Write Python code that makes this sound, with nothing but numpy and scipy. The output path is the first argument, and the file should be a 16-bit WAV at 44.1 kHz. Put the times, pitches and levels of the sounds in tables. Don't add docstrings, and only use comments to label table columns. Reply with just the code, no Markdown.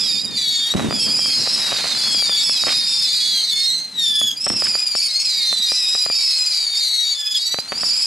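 import sys
import numpy as np
from scipy import signal
from scipy.fft import rfft, irfft, next_fast_len
from scipy.io import wavfile
from scipy.ndimage import uniform_filter1d, minimum_filter1d, map_coordinates

SR = 44100
rng = np.random.default_rng(int(sys.argv[2]) if len(sys.argv) > 2 else 0)


def inscribe(sig):
    pcm = np.round(np.clip(np.atleast_2d(sig).T, -1, 1) * 32767)
    wavfile.write(sys.argv[1], SR, pcm.astype(np.int16))


N = 355442


def amp(db):
    return 10 ** (np.asarray(db) / 20)


def unit(x):
    return x / np.sqrt(np.mean(x ** 2) + 1e-20)


def along(points, hz):
    f, v = np.transpose(points)
    return np.interp(np.log(hz + 1), np.log(f + 1), v)


def wobble(rate, size=N):
    knots = rng.standard_normal(int(size * rate / SR) + 4)
    return map_coordinates(knots, [np.arange(size) * rate / SR])


def filtered(x, response):
    m = next_fast_len(N + 8192)
    return irfft(rfft(x, m) * response(np.fft.rfftfreq(m, 1 / SR)), m)[..., :N]


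def noise(spectrum, spread):
    mid, side = filtered(rng.standard_normal((2, N)), lambda hz: amp(along(spectrum, hz)))
    return unit(np.array([mid + spread * side, mid - spread * side]))


def blast(push_ms):
    u = np.arange(300) / SR / (push_ms / 1000)
    front = 1 - np.exp(-u / .1)
    pulse = (1 - u) * np.exp(-u) * front
    return pulse / pulse.max()


def breeze(level_db=-58):
    return amp(level_db) * noise([(15, -5), (50, -11), (120, -23.5), (400, -80)], spread=0.44)


# (time [s], rolling rumble [dB], spark crackle [dB])
SURROUNDINGS = [(0, -43.5, -39.5), (.3, -42, -47.5), (.72, -52.5, -39.5), (1.0, -42, -42),
                (1.4, -41, -38.5), (1.7, -49, -30.5), (2.0, -48.5, -35), (2.35, -46.5, -38),
                (2.698, -46, -40), (3.1, -52.5, -41.5), (4.4, -50.5, -46), (4.65, -56, -39.5),
                (5.05, -68, -43), (5.5, -53.5, -43), (6.2, -73, -40.5), (7.45, -66.5, -45),
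                (7.8, -48, -38.5), (8.06, -63, -41)]
# (time [s], thump level [dB], thump pitch [Hz], tail level [dB], tail 60 dB decay [s])
FAR_SHELLS = [(0.7489, -7, 248, -25, 1.5), (0.7541, 4, 213, -36, 1.), (0.819, -22, 230, -28, 0.32),
              (0.844, -19, 228, -24.5, 0.38), (0.886, -10, 153, -37, 0.54), (4.504, -12.5, 197, -33, 0.59)]
# (frequency [Hz], relative level [dB per Hz])
ROLL_COLOUR = [(25, -40), (80, -13), (130, -3.5), (220, -1.5), (380, -11), (600, -17.5), (1500, -24.5),
               (4000, -28.5)]


def far_shells_and_rumble():
    s, roll_db, _ = np.transpose(SURROUNDINGS)
    t = np.arange(N) / SR
    swell, thumps = amp(np.interp(t, s, roll_db)), np.zeros(N)
    for at, db, hz, tail_db, t60 in FAR_SHELLS:
        since = np.clip(t - at, 0, None)
        thumps += amp(db - 60 * since / 0.016) * np.sin(2 * np.pi * hz * since)
        tail = (t > at) * amp(tail_db - 60 * since / t60)
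        swell = np.hypot(swell, tail)
    roll = swell * amp(3.46 * wobble(25)) * noise(ROLL_COLOUR, spread=0.31)
    return roll + thumps


def sparks(grain_db=3, per_second=500):
    s, _, spark_db = np.transpose(SURROUNDINGS)
    level_db = np.interp(np.arange(N) / SR, s, spark_db)
    struck = rng.random(N) < per_second / SR
    grains = struck * amp(grain_db * np.minimum(rng.exponential(size=N), 3))
    crackle = unit(np.convolve(grains, blast(push_ms=0.043))[:N])
    hiss = noise([(200, -34.0), (700, -8.0), (2500, -9.0), (9000, -7)], spread=0.1)
    busy = np.clip((level_db + 47.0) / 10, .1, 1)
    return amp(level_db) * (busy * crackle + hiss)


# (time of the middle [s], half length to 1/e [s], level before the flutter [dB])
GAS_BURSTS = [(2.697, 0.032, -28), (4.667, 0.018, -36)]


def puffs():
    t = np.arange(N) / SR
    swell = sum(amp(db) * np.exp(-((t - s) / length) ** 2) for s, length, db in GAS_BURSTS)
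    flutter = amp(4 * wobble(200))
    return swell * flutter * noise([(400, -15), (3000, -7), (12000, -20)], spread=0.1)


# (time [s], peak level of the direct blast before the microphone [dB])
LIFT_CHARGES = [(0.7395, -13.5), (0.796, -11), (0.8032, -14), (0.9092, -10), (0.9263, -11), (1.192, -12),
                (1.259, -15.5), (1.4663, -23), (1.4739, -14), (1.7204, -10), (1.7275, -10), (1.8426, -13),
                (1.8545, -14.5), (2.147, -16), (2.225, -15), (2.2948, -16.5), (2.496, -17), (2.637, -9),
                (2.6693, -8), (2.673, -10), (2.6774, -12), (2.6833, -9), (2.704, -19), (4.215, -16),
                (4.4666, 5), (4.4719, -3), (4.5023, -9.5), (4.538, -24), (4.6224, -12.5), (4.7532, -13),
                (4.952, -13), (5.5283, -12), (5.7196, -16), (5.9514, -14.5), (6.0628, -14.5),
                (6.1006, -14.5), (7.544, -10.5), (7.587, -11), (7.7211, -10), (7.7265, -11), (7.8337, -5)]


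def pops(echo_db=-20):
    out, t = np.zeros((2, N + SR)), np.arange(1500) / SR
    fade = amp(-60 * t / .03)
    for s, db in LIFT_CHARGES:
        scatter = rng.standard_normal((2, len(t))) * (rng.random((2, len(t))) < .15)
        path = amp(echo_db) * fade * scatter
        path[:, 0], path[:, round(.0016 * SR)] = 1, .4
        stretch = amp(rng.normal(0, 1))
        shot = signal.fftconvolve(path, blast(push_ms=0.34 * stretch)[None], axes=1)
        out[:, round(s * SR):][:, :shot.shape[1]] += amp(db) * shot
    return out[:, :N]


def echoes(x, t60):
    t = np.arange(SR // 2) / SR
    both, apart = rng.standard_normal((2, len(t))) * amp(-60 * t / t60) * (t > .006)
    tail = np.array([both + 1.0 * apart, both - 0.087 * apart])
    return signal.fftconvolve(x, tail / np.linalg.norm(tail[0]), axes=1)[:, :N]


# (frequency [Hz], relative level [dB])
GAS_COLOUR = [(300, -20), (1500, -22), (3000, -0.5), (4700, 5.5), (6500, -0.5), (9000, -6), (14500, -22)]


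def jets(song, level_db=-20):
    power = uniform_filter1d(np.mean(song ** 2, axis=0), 900)
    burn = np.sqrt(np.abs(power) + 2e-5)
    return burn * amp(level_db) * noise(GAS_COLOUR, spread=0.04)


# (time lit [s], turn rate [turns/s], time the mouth faces the camera [s], swing scale [dB])
STEADY_TUMBLES = [(3.91, 25, 4.08, 2), (4.33, 26, 4.415, 4), (7.15, 17.6, 7.318, 8), (7.35, 17, 7.475, 3)]


def tumble(t):
    rate, facing, depth_db = rng.uniform(15, 34), rng.random(), rng.uniform(0.33, 2.81)
    for lit, *steady in STEADY_TUMBLES:
        if abs(lit - t[0]) < .035:
            rate, facing, depth_db = steady
    turn = 2 * np.pi * rate * (t - facing) + .25 * wobble(9, size=len(t))
    return depth_db * (np.tanh(1.17 * np.cos(turn) + 0.306) - .4)


FLICK_S, FLICK_DB = .022, 6
# (time out [s], pitch jump [Hz])
LAST_FLICKS = [(2.585, -250), (4.335, 600), (7.37, -200), (7.462, 700), (7.61, 350)]


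def flick(t):
    jump_hz = sum(hz for out, hz in LAST_FLICKS if abs(out - t[-1]) < FLICK_S)
    return jump_hz * np.clip(1 - (t[-1] - t) / FLICK_S, 0, 1)


CATCH_PER_S = 63.7
CATCH_DB, CATCH_SWAY = 4.5, .014
SWELL_S, SWELL_DB = 0.027, 5
# (time [s], half length to 1/e [s], depth [dB])
SHARED_LULLS = [(0.322, 0.058, 4.5), (0.87, 0.09, 8), (3.933, 0.039, 14), (4.341, 0.02, 18),
                (7.64, 0.055, 5.5)]


def loudness(t, s, db):
    since_start = t - s[0] + (s[0] <= 0)
    until_end = s[-1] - t + (s[-1] > N / SR - SWELL_S)
    ends = np.minimum(since_start, until_end)
    swell_db = SWELL_DB * np.clip(1 - ends / SWELL_S, 0, 1)
    stutter_db = CATCH_DB * (t < s[1]) * np.tanh(2 * wobble(CATCH_PER_S, size=len(t)))
    lull_db = sum(depth_db * np.exp(-((t - at) / half) ** 2) for at, half, depth_db in SHARED_LULLS)
    flare_db = FLICK_DB * (flick(t) != 0)
    return np.interp(t, s, db) - swell_db + stutter_db - lull_db + flare_db


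def glide(climb, corners, hz_per_s=5200, db_per_s=58):
    (top, top_hz, top_db), climb = corners[0], max(climb, 0)
    lit = (top - climb, top_hz - hz_per_s * climb, top_db - db_per_s * climb)
    return [lit] + list(corners)


# (from [s], until [s], stars [count, a fraction narrows the spacing
# and leaves the salvo's end empty], starting level [dB])
FAINT_SALVOS = [(0.881, 3.45, 14, -31), (4.547, 5.096, 2.04, -22.5), (5.651, 6.75, 6, -27.5),
                (7.758, 8.067, 3.7, -32)]


def crowd(fade_db_per_s=3):
    tables = []
    for start, end, count, db in FAINT_SALVOS:
        stars = int(count)
        for lit in start + (end - start) * (np.arange(stars) + rng.random(stars)) / count:
            age = np.array([0, .08, .25, .45, .7]) * rng.uniform(.7, 1.2)
            hz = np.array([4700, 5123, 4870, 4550, 4165]) * rng.uniform(.93, 1.04)
            hz = hz + rng.normal(0, 110, size=5)
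            level_db = db - fade_db_per_s * age + rng.normal(0, 0.74, size=5)
            alive = lit + age < end + .1
            tables.append(np.transpose([lit + age, hz, level_db])[alive])
    return [rows for rows in tables if len(rows) > 1]


# (multiple of pitch, relative level [dB])
WHISTLE_PARTIALS = [(.5, -24.5), (1, 2), (1.5, -11.5), (2, -11.5), (2.5, -16.5), (3, -10.5), (3.5, -12),
                    (4, -2)]
# (climb to the first corner [s], corners), each corner (time [s], pitch [Hz], level [dB])
STRETCHES = [ (0.024, [(0, 3600, -29), (.04, 3430, -24.5), (0.072, 3250, -32)]), (0.022, [(0, 4960, -19.5),
             (.13, 4590, -24.5), (.22, 4550, -30.5)]), (0.025, [(0, 5134, -21.5), (.17, 4940, -21),
             (.43, 4880, -31.5)]), (0.005, [(.05, 3930, -27.5), (.17, 3630, -27), (.23, 3880, -29)]),
             (0.0089, [(.26, 3770, -30), (.44, 3420, -30), (.72, 3260, -33)]), (.08, [(.39, 4690, -25),
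             (.48, 4390, -23.5), (.65, 4560, -24), (.745, 4455, -34)]), (0.0014, [(.37, 4090, -24),
             (.46, 3860, -25), (.63, 3656, -23.5), (.745, 3856, -22.5)]), (0.021, [(.77, 3980, -29.5),
             (1.02, 3258, -31), (1.13, 3245, -38.5)]), (.13, [(1.01, 5273, -19), (1.37, 4373, -25),
             (1.58, 4120, -31)]), (0.0063, [(.9, 4857, -20.5), (1.09, 4547, -25), (1.21, 4830, -29)]),
             (.11, [(1.19, 5280, -22), (1.34, 5080, -19), (1.46, 5090, -33)]), (0.0088, [(1.19, 3234, -34),
             (1.27, 3220, -30), (1.35, 3226, -35)]), (0.005, [(1.21, 4800, -23.5), (1.41, 3970, -29.5),
             (1.7, 3770, -33)]), (0, [(1.4, 4910, -24), (1.46, 4970, -24), (1.7, 4980, -41)]),
             (0.027, [(1.41, 5470, -25), (1.52, 5310, -21), (1.64, 5170, -26)]),
             (0.14, [(1.53, 5210, -29.5), (1.79, 4996, -26), (1.92, 4740, -47)]),
             (0.0062, [(1.58, 4050, -34), (1.66, 3805, -27.5), (1.95, 3690, -31)]),
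             (0.015, [(1.78, 4150, -29), (1.9, 4016, -28), (2.05, 4150, -29)]), (0.1, [(1.97, 5256, -31.5),
             (2.14, 5023, -16.5), (2.27, 4535, -16)]), (0.02, [(1.95, 3550, -35), (2.12, 3310, -27),
             (2.23, 3360, -28)]), (0, [(1.96, 4710, -22.5), (2.12, 4320, -24), (2.29, 4885, -22)]),
             (0.03, [(2.2, 3980, -33), (2.33, 3460, -22.5), (2.585, 3390, -35)]),
             (0.001, [(2.29, 4830, -24), (2.36, 4610, -13.5), (2.42, 4470, -18)]),
             (0.0052, [(2.33, 3730, -40), (2.39, 3750, -22), (2.45, 3750, -26)]),
             (0.032, [(2.44, 5240, -17), (2.6, 5150, -20), (2.8, 5020, -21)]), (0.0045, [(2.42, 4710, -16),
             (2.5, 4550, -27), (2.55, 4450, -20)]), (0, [(2.52, 4200, -30), (2.62, 3825, -25),
             (3.15, 3538, -30)]), (0.0058, [(2.55, 5100, -34), (2.63, 4610, -24), (2.85, 4140, -36)]),
             (0, [(2.64, 4270, -29), (2.71, 4150, -29), (2.78, 3920, -24)]), (0.0025, [(2.78, 5030, -23),
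             (3.2, 4277, -23), (3.38, 4190, -22.5), (3.53, 3925, -23.5)]), (.06, [(2.9, 5275, -18),
             (3.03, 5060, -21.5), (3.26, 4560, -38)]), (0.0039, [(3.03, 4010, -27), (3.24, 3854, -24),
             (3.41, 4017, -22)]), (0.045, [(3.15, 4900, -25), (3.2, 4780, -25), (3.28, 4930, -26)]),
             (0, [(3.2, 3390, -25), (3.28, 3385, -27), (3.43, 3200, -31)]), (0.071, [(3.42, 4474, -27),
             (3.63, 4247, -18), (3.9, 4120, -29.5)]), (0, [(3.4, 4690, -37), (3.55, 5130, -33),
             (3.67, 5190, -28)]), (0.0081, [(3.42, 3890, -35), (3.53, 3490, -25), (3.8, 4080, -23)]),
             (0, [(3.91, 4170, -22), (4.06, 3558, -19.5), (4.28, 3370, -21), (4.335, 3100, -21)]),
             (0.0085, [(4, 4390, -31), (4.13, 4770, -30.5), (4.27, 4640, -37)]), (.03, [(4.36, 4760, -25.5),
             (4.45, 5410, -17), (4.9, 4783, -21), (5.17, 4234, -26)]), (0.017, [(4.58, 4915, -27),
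             (4.67, 4680, -24), (4.78, 4980, -24)]), (.05, [(4.98, 5310, -25.5), (5.23, 4753, -28),
             (5.69, 3734, -19)]), (0.084, [(5.17, 4300, -24.5), (5.21, 4360, -19.5), (5.25, 4420, -30)]),
             (0.00094, [(5.2, 5310, -18), (5.55, 4515, -29), (5.63, 4730, -24)]),
             (0.011, [(5.26, 4260, -23), (5.42, 3835, -31), (5.52, 4300, -17)]), (0, [(5.29, 3890, -28.5),
             (5.52, 3637, -26), (5.66, 3700, -35)]), (0, [(5.62, 4280, -25.5), (5.86, 3730, -25),
             (6.08, 4070, -31.5)]), (.09, [(5.74, 5287, -23), (6.08, 4890, -23.5), (6.4, 4280, -22)]),
             (0.0023, [(5.67, 4770, -20), (5.82, 4990, -24), (6.06, 4950, -21)]),
             (0.07, [(6.2, 5326, -17.5), (6.52, 4870, -20), (6.76, 4416, -28)]),
             (0.013, [(6.15, 3780, -31.5), (6.5, 4203, -29), (6.67, 3710, -32)]), (0, [(6.52, 4460, -25.5),
             (6.73, 4545, -27), (6.8, 4620, -15)]), (0.0067, [(6.69, 3780, -32), (6.75, 3678, -23.5),
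             (6.92, 3885, -30)]), (0.01, [(6.8, 4660, -19.5), (6.97, 4300, -23), (7.085, 4610, -20),
             (7.18, 4390, -30)]), (0.025, [(6.82, 4180, -25), (7.06, 3726, -22), (7.16, 4030, -33)]),
             (0, [(7.07, 3550, -39), (7.19, 3460, -26), (7.37, 3390, -27)]), (0.0012, [(7.15, 4880, -28),
             (7.28, 4990, -20), (7.462, 4980, -22)]), (0.01, [(7.33, 3754, -36), (7.51, 3952, -23),
             (7.7, 4207, -32)]), (0.0064, [(7.35, 4300, -27), (7.47, 4550, -22), (7.61, 4590, -31)]),
             (0.0017, [(7.685, 4570, -26), (7.74, 4620, -30.5), (7.79, 4840, -16.5)]),
             (.07, [(7.85, 5370, -20.5), (7.93, 5140, -20.5), (8.06, 5050, -19.5)]),
             (0.013, [(7.82, 4760, -24), (7.88, 4784, -22.5), (8.06, 4530, -24.5)])]


def whistles(sway=0.0095, rasp=0.01109, sputter_db=4, grit=0.24, pan_db=1.5, late_rough=0.535):
    out = np.zeros((2, N))
    for rows in [glide(*star) for star in STRETCHES] + crowd():
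        s, hz, db = np.transpose(rows)
        at = np.arange(max(round(s[0] * SR), 0), min(round(s[-1] * SR), N))
        t, n = at / SR, len(at)
        pitch = np.interp(t, s, hz) + flick(t)
        fresh = np.clip((pitch - 2800) / 2400, .3, .9)
        if hz[-1] > hz[1]:
            fresh = fresh * late_rough
        beam = tumble(t)
        dying = np.clip(1 - (s[-1] - t) / 0.0506, 0, 1)
        dying = dying * (s[-1] < N / SR - .05)

        drift = .006 * wobble(14, size=n)
        drift = drift + fresh * (sway * wobble(44.94, size=n) + rasp * wobble(420, size=n))
        drift = drift + CATCH_SWAY * (t < s[1]) * wobble(CATCH_PER_S, size=n)
        drift = drift + 0.00156 * fresh * beam
        drift = drift + 0.015 * dying * wobble(90, size=n)
        phase = 2 * np.pi * (np.cumsum(pitch * (1 + drift)) / SR + rng.random())

        blur = 1 + .5 * wobble(700, size=n)
        tone = np.zeros(n)
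        for k, level in WHISTLE_PARTIALS:
            level_db = level + beam * k ** 0.83
            if k != 1:
                level_db = level_db + 2.94 * wobble(16, size=n)
            weight = 1
            if k > 1:
                weight = blur
            elif k < 1:
                weight = fresh + .5
            tone += amp(level_db) * np.sin(k * phase) * weight

        burning_db = sputter_db * fresh * wobble(59.65, size=n) + 7.6 * dying * wobble(110.6, size=n)
        tone = tone * amp(burning_db)
        tone = tone * (1 + grit * (0.48 + fresh) * wobble(900, size=n))
        edge = np.clip(np.minimum(t - s[0], s[-1] - t) / 0.0014, 0, 1)
        side = pan_db * wobble(3.2, size=n)
        out[:, at] += unit(tone) * edge * amp(loudness(t, s, db) + np.array([side, -side]))
    return out


def scene():
    song = whistles()
    returns = amp(-7.5) * echoes(song, t60=.16)
    surroundings = far_shells_and_rumble() + sparks() + breeze()
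    return song + returns + jets(song) + pops() + puffs() + surroundings


# (frequency [Hz], lead of the left port [radians], negative when it lags)
PORT_LEAD = [(60, -1), (130, -1.35), (300, -1.45), (600, -1.2), (1300, -.9), (2900, -.1), (4000, -.3),
             (14500, 0)]
# (frequency [Hz], level before port balance [dB])
MICROPHONE = [(3000, 5.5), (8000, 0.5), (11000, -6), (15000, -29.5)]


def record(dry, top_hz=14950, ceiling_db=-7.5):
    sign = np.array([[1], [-1]])

    def port_response(hz):
        colour = amp(along(MICROPHONE, hz) - 0.49 * sign) * (hz / (hz - 70j)) ** 2
        return np.exp(.5j * along(PORT_LEAD, hz) * sign) * colour

    ports = filtered(dry, port_response)
    needed = np.minimum(1, amp(ceiling_db) / (np.abs(ports).max(axis=0) + 1e-9))
    held = minimum_filter1d(needed, size=361, origin=60)
    gain = uniform_filter1d(held, size=101)
    return filtered(ports * gain, lambda hz: hz < top_hz)


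dry = scene()
out = record(dry)
inscribe(out)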